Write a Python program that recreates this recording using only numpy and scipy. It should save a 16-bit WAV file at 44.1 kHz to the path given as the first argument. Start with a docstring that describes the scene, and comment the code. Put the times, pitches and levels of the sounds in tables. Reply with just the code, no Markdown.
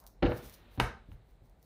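"""Trimming meat in a small kitchen

One microphone hears meat worked on a plastic cutting board on a stone counter, over a low room rumble.
A heavy, dull blow shakes the board: soft pushes slap the meat and ring the board's damped modes.
Wet meat slides and crackles as it is turned over: random clicks and hiss follow the sliding effort.
The knife knocks sharply: short scrapes set off a snap and a clack. Soft presses and wet ticks follow."""
import sys
import numpy as np
from scipy import signal
from scipy.fft import rfft, irfft
from scipy.io import wavfile
from scipy.ndimage import uniform_filter1d

SR = 44100
rng = np.random.default_rng(int(sys.argv[2]) if len(sys.argv) > 2 else 0)


def file_out(sig):
    """Save sig as 16-bit WAV at sys.argv[1]."""
    # one column per channel
    cols = np.atleast_2d(sig).T
    # limit, then scale
    lim = np.clip(cols, -1, 1)
    pcm = np.round(lim * 32767).astype(np.int16)
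    wavfile.write(sys.argv[1], SR, pcm)


N = 72765


def undb(db):
    """Decibels to amplitude gain."""
    return 10 ** (np.asarray(db) / 20)


def unit(x):
    """Scale to unit energy."""
    return x / np.sqrt(np.sum(x ** 2))


def clock():
    """Time of every sample in seconds."""
    return np.arange(N) / SR


def t60_fade(t60_s):
    """Exponential decay that falls 60 dB in t60_s."""
    return np.exp(-np.log(1000) * clock() / t60_s)


def level_curve(points):
    """Gain over time, drawn straight in dB between (time [s], level [dB]) points."""
    times_s, levels_db = np.array(points).T
    return undb(np.interp(clock(), times_s, levels_db))


def through(x, response):
    """Pass a sound through an impulse response."""
    return signal.fftconvolve(x, response)[:N]


def place(x, start_s):
    """Delay a sound to its start time and pad it to the full length."""
    silence = np.zeros(max(int(start_s * SR), 0))
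    return np.concatenate([silence, x, np.zeros(N)])[:N]


def colour(points):
    """Minimum-phase unit-energy response with the given (frequency [Hz], level [dB]) spectrum."""
    hz, db = np.array(points).T
    size = 8192
    bins_hz = np.fft.rfftfreq(size, 1 / SR)
    log_gain = np.log(undb(np.interp(np.log(bins_hz + 1), np.log(hz), db)))
    # folding the cepstrum onto positive times makes the response causal
    cepstrum = irfft(log_gain)
    cepstrum[1:size // 2] *= 2
    cepstrum[size // 2 + 1:] = 0
    return unit(irfft(np.exp(rfft(cepstrum))))


def noise(points):
    """Steady noise of the given colour, rms about 1."""
    return through(rng.standard_normal(N), colour(points))


def even(x, width_hz):
    """Level out the broad colour of a noisy response, keeping the first half of its time."""
    spectrum = rfft(x)
    width_bins = max(int(width_hz * N / SR), 1)
    power = uniform_filter1d(np.abs(spectrum) ** 2, width_bins)
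    flat = irfft(spectrum / np.sqrt(np.abs(power) + 1e-12), N)
    return unit(flat * (np.arange(N) < N // 2))


def burst(fade_s):
    """Colourless unit-energy noise that dies away; fade_s is the time constant of its first fade."""
    fade = np.exp(-clock() / fade_s)
    x = rng.standard_normal(N) * fade
    # levelling the colour smears the noise in time, so each pass fades it a little more first
    for _ in range(3):
        x = even(x * np.sqrt(np.sqrt(fade)), 1 / (10 * fade_s))
    return x


# low rumble of the room, columns (frequency [Hz], level [dB])
RUMBLE_SPECTRUM = [(22, -5), (45, 15), (70, -0.5), (130, -5), (320, -12), (480, -13), (800, -15.5),
                   (1100, -25), (2200, -29.5), (3200, -42.5), (3950, -30.5), (5500, -46), (8000, -40),
                   (15500, -54.5)]
RUMBLE_DB = -59.5


def room_rumble():
    """Steady background noise of the room, strongest in the bass."""
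    return undb(RUMBLE_DB) * noise(RUMBLE_SPECTRUM)


# colour of the kitchen's reflections, columns (frequency [Hz], level [dB])
ROOM_SPECTRUM = [(30, -13), (100, -4.5), (300, -2), (650, 3), (1000, -5), (1700, 2), (2800, -9),
                 (4500, -1.5), (6500, -0.5), (10000, -3.5), (16000, -1.5)]
ROOM_T60_S, ROOM_TREBLE_T60_S, ROOM_HOLD_S, ROOM_GAP_S = 0.3, 0.15, 0.049, 0.004
EARLY_DB, EARLY_T60_S = 9.5, 0.041


def kitchen_response():
    """Quick reflections off the counter, then a dense tail that holds briefly and dies sooner in the treble."""
    t = clock()
    low = signal.butter(2, 5000, "low", fs=SR, output="sos")
    high = signal.butter(2, 5000, "high", fs=SR, output="sos")
    bass = signal.sosfilt(low, rng.standard_normal(N))
    treble = signal.sosfilt(high, rng.standard_normal(N))
    # the age grows slowly at first, which holds the tail up
    age = np.log(1000) * (np.hypot(t, ROOM_HOLD_S) - ROOM_HOLD_S)
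    tail = bass * np.exp(-age / ROOM_T60_S) + treble * np.exp(-age / ROOM_TREBLE_T60_S)
    early = undb(EARLY_DB) * rng.standard_normal(N) * t60_fade(EARLY_T60_S)
    level = even(tail + early, 40)
    return place(unit(through(level, colour(ROOM_SPECTRUM))), ROOM_GAP_S)


def kitchen(x):
    """What the kitchen returns of a sound, through freshly drawn reflections."""
    return through(x, kitchen_response())


# colour of the drag, columns (frequency [Hz], level [dB])
RUB_SPECTRUM = [(30, -0.5), (65, 11), (130, 0.5), (300, -3), (900, -9), (1600, -10.5), (4000, -14),
                (6000, -44.5), (16000, -40)]
# hand and meat dragging on the board, columns (time [s], level [dB])
RUB_LEVEL = [(0.131, -88), (0.381, -55), (0.452, -55.5), (0.57, -61.5), (0.76, -62), (0.95, -68.5),
             (1.65, -82)]


def rubbing():
    """Low rustle of hand and meat dragged over the board: coloured noise that follows the drag."""
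    return noise(RUB_SPECTRUM) * level_curve(RUB_LEVEL)


# the blade slicing through the meat, columns (time [s], level [dB])
SLICE_LEVEL = [(0, -74.5), (0.039, -63.5), (0.09, -68.5), (0.14, -89)]
SLICE_HZ = 816  # centre of an octave band


def slicing():
    """Soft rasp of the blade drawn through the meat: a band of noise."""
    edges_hz = [SLICE_HZ / np.sqrt(2), SLICE_HZ * np.sqrt(2)]
    band = signal.butter(2, edges_hz, "band", fs=SR, output="sos")
    rasp = signal.sosfilt(band, rng.standard_normal(N))
    return rasp / rasp.std() * level_curve(SLICE_LEVEL)


# larger wet ticks of the meat, columns (time [s], level [dB])
WET_TICKS = [(0.0396, -41.5), (0.0659, -27), (0.075, -32), (0.3738, -28), (0.4774, -41), (0.497, -28.5),
             (0.541, -40.5), (1.497, -48), (1.628, -40)]
# sliding effort of the meat, columns (time [s], level [dB] before the click and hiss gains)
SLIDE_EFFORT = [(0, -64), (0.05, -85), (0.074, -62.5), (0.13, -136), (0.22, -88), (0.298, -68.5),
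                (0.357, -64), (0.378, -56), (0.41, -67.5), (0.457, -55.5), (0.517, -68), (0.542, -53.5),
                (0.575, -83), (0.69, -84), (0.75, -66.5), (0.82, -91.5), (1.032, -100), (1.131, -74.5),
                (1.19, -99.5), (1.31, -78.5), (1.39, -99), (1.456, -78.5), (1.54, -97), (1.65, -74.5)]
# colour of the wet film, columns (frequency [Hz], level [dB])
WET_SPECTRUM = [(200, -34), (2000, -13), (4000, 1), (6000, 2), (7500, -5), (9500, 1.5), (12000, -0.5),
                (14000, 5.5), (16000, 5.5)]
CLICKS_PER_S, CLICK_SPREAD_DB, CLICKS_DB, HISS_DB = 9300, 3, 2, -9.5
TICK_FADE_S, WET_ROOM_DB = 0.001, -6


def wet_meat():
    """The wet film tears in tiny clicks and hiss as the meat slides; a few larger ticks stand out."""
    clicks = (rng.random(N) < CLICKS_PER_S / SR) * rng.standard_normal(N)
    # some clicks are much stronger than most
    clicks = clicks * undb(CLICK_SPREAD_DB * np.minimum(rng.exponential(size=N), 4))
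    hiss = undb(HISS_DB) * rng.standard_normal(N)
    film = undb(CLICKS_DB) * clicks / clicks.std() + hiss
    ticks = sum(place(undb(db) * burst(TICK_FADE_S), s) for s, db in WET_TICKS)
    direct = through(film * level_curve(SLIDE_EFFORT) + ticks, colour(WET_SPECTRUM))
    return direct + undb(WET_ROOM_DB) * kitchen(direct)


# modes of the board on the counter, columns (frequency [Hz], energy level [dB], t60 [s])
BOARD_MODES = [(48.05, -5.5, 0.25), (68.65, -6, .45), (123.6, -3.5, 0.26), (226.2, -8, 0.49),
               (301.3, -0.5, 0.14), (334, -8.5, 0.24), (398, -15.5, 0.16), (487, -2, 0.28), (562, -12, .12),
               (757, -3.5, 0.19), (898, -13, .15), (1044, -11, 0.33), (1393, -13, .28), (1530, -13.5, .28)]


def board_ring(blows):
    """The board's decaying modes driven by the blows, at the same energy as the blows."""
    t = clock()
    modes = 0
    for k, (hz, db, t60_s) in enumerate(BOARD_MODES):
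        mode = unit(np.sin(2 * np.pi * hz * t) * t60_fade(t60_s))
        modes = modes + (-1) ** k * undb(db) * mode
    return unit(through(blows, modes)) * np.sqrt(np.sum(blows ** 2))


# knife against plastic, columns (frequency [Hz], energy level [dB], t60 [s] of the exponential part)
CLACK_MODES = [(904, -3.5, 0.0091), (1387, 0, 0.0062), (2160, -10.5, 0.0042), (2825, -0.5, 0.0047),
               (3725, -16, 0.0046), (4540, -13.5, 0.0032), (6370, -27, 0.0079), (9300, -26, 0.0098)]


def clack():
    """Heavily damped modes that swell for a moment while the edge bites into the plastic."""
    t = clock()
    modes = 0
    for k, (hz, db, t60_s) in enumerate(CLACK_MODES):
        mode = unit(t * np.sin(2 * np.pi * hz * t) * t60_fade(t60_s))
        modes = modes + (-1) ** k * undb(db) * mode
    return unit(modes)


# hard contacts of the knife,
# columns (time [s], level [dB] before ring and room, scrape low-pass [Hz], first fade constant [ms])
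KNIFE_KNOCKS = [(0.2235, -20, 4100, 1.45), (0.2282, -9.5, 4750, 1.8), (0.2385, -16.5, 3800, 1.3),
                (0.26, -10, 4860, 15), (0.319, -13.5, 2300, 3.9), (0.797, -15.5, 3500, 0.65),
                (0.7997, 2.5, 16000, 0.65), (0.8033, -9, 18200, 0.37), (1.1174, -36, 4500, 0.34)]
# colour of the snap, columns (frequency [Hz], level [dB])
SNAP_SPECTRUM = [(30, 0), (120, 13), (450, 6.5), (640, 0.5), (1000, 8), (1900, -4.5), (3000, -7),
                 (5000, -17.5), (7500, -21.5), (10000, -17), (15500, -27.5)]
SNAP_DB, CLACK_DB, KNOCK_RING_DB, KNOCK_ROOM_DB = -1.5, 1.5, -9, -1.5
# level of the clack sent into the room, relative to the snap; keeps the reflections evenly coloured
CLACK_TO_ROOM_DB = -4.5


def knocks():
    """A brief hard scrape sets off a snap, a few milliseconds of clack and a little ring of the board."""
    snap = undb(SNAP_DB) * place(colour(SNAP_SPECTRUM), 0)
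    plastic = undb(CLACK_DB) * clack()
    contact = snap + plastic
    force = 0
    for s, db, hz, ms in KNIFE_KNOCKS:
        dulling = signal.butter(3, hz, fs=SR, output="sos")
        scrape = signal.sosfilt(dulling, burst(ms / 1000))
        loudness = np.linalg.norm(through(scrape, contact))
        force = force + place(undb(db) * scrape / loudness, s)
    direct = through(force, contact)
    # the mix sent to the room keeps the overall energy of the contact response
    room_send = unit(snap + undb(CLACK_TO_ROOM_DB) * plastic) * np.linalg.norm(contact)
    room = kitchen(through(force, room_send))
    return direct + undb(KNOCK_RING_DB) * board_ring(direct) + undb(KNOCK_ROOM_DB) * room


def push(contact_s):
    """Force pulse of unit area, peaking near half the contact time: the longer, the duller."""
    u = (clock() + 1 / SR) / (contact_s / 2)
    force = u * np.exp(-u)
    return force / force.sum()


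# dull blows and presses on the board,
# columns (time [s], level [dB] before ring and room, contact time [ms])
BOARD_BLOWS = [(0.2247, -5.5, 0.75), (0.2274, 6, 0.59), (0.2317, 4.5, 2.4), (0.2517, -4, 0.31),
               (0.278, -4.5, 2.2), (0.313, -10.5, 0.36), (0.438, -24, 4.8), (0.7763, -19, 0.41),
               (0.7813, -6, 1.65), (0.81, 2.5, 24), (1.087, -19, 6.1), (1.123, -17, 6.8),
               (1.419, -26.5, 8.6)]
# colour of the blows, columns (frequency [Hz], level [dB])
BLOW_SPECTRUM = [(25, -9.5), (60, -1), (130, 0), (300, -4), (520, -6), (900, -11), (1500, -11.5),
                 (4200, -3.5), (5700, -24), (6500, -24), (8000, -57), (16000, -48.5)]
SLAP_DB, SLAP_FADE_S, SLAP_ABOVE_HZ = 3.5, 0.011, 150
THUD_RING_DB, THUD_ROOM_DB = -0.5, -3


def thuds():
    """Soft, heavy pushes move the whole board, slap the meat and ring the board's modes."""
    body = colour(BLOW_SPECTRUM)
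    no_bass = signal.butter(2, SLAP_ABOVE_HZ, "high", fs=SR, output="sos")
    direct = 0
    for s, db, ms in BOARD_BLOWS:
        slap = undb(SLAP_DB) * signal.sosfilt(no_bass, through(burst(SLAP_FADE_S), body))
        blow = through(push(ms / 1000), place(body, 0) + slap)
        direct = direct + place(undb(db) * unit(blow), s)
    return direct + undb(THUD_RING_DB) * board_ring(direct) + undb(THUD_ROOM_DB) * kitchen(direct)


def scene():
    """All the work at the board over the steady rumble of the room, in one channel."""
    background = room_rumble() + rubbing()
    meat = slicing() + wet_meat()
    return (background + meat + knocks() + thuds())[None]


def record(dry):
    """The microphone drops the deepest bass and cuts the top."""
    bass_cut = signal.butter(4, 34, "high", fs=SR, output="sos")
    top_cut = signal.ellip(10, 0.2, 70, 15500, fs=SR, output="sos")
    return signal.sosfilt(top_cut, signal.sosfilt(bass_cut, dry))


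dry = scene()
out = record(dry)
file_out(out)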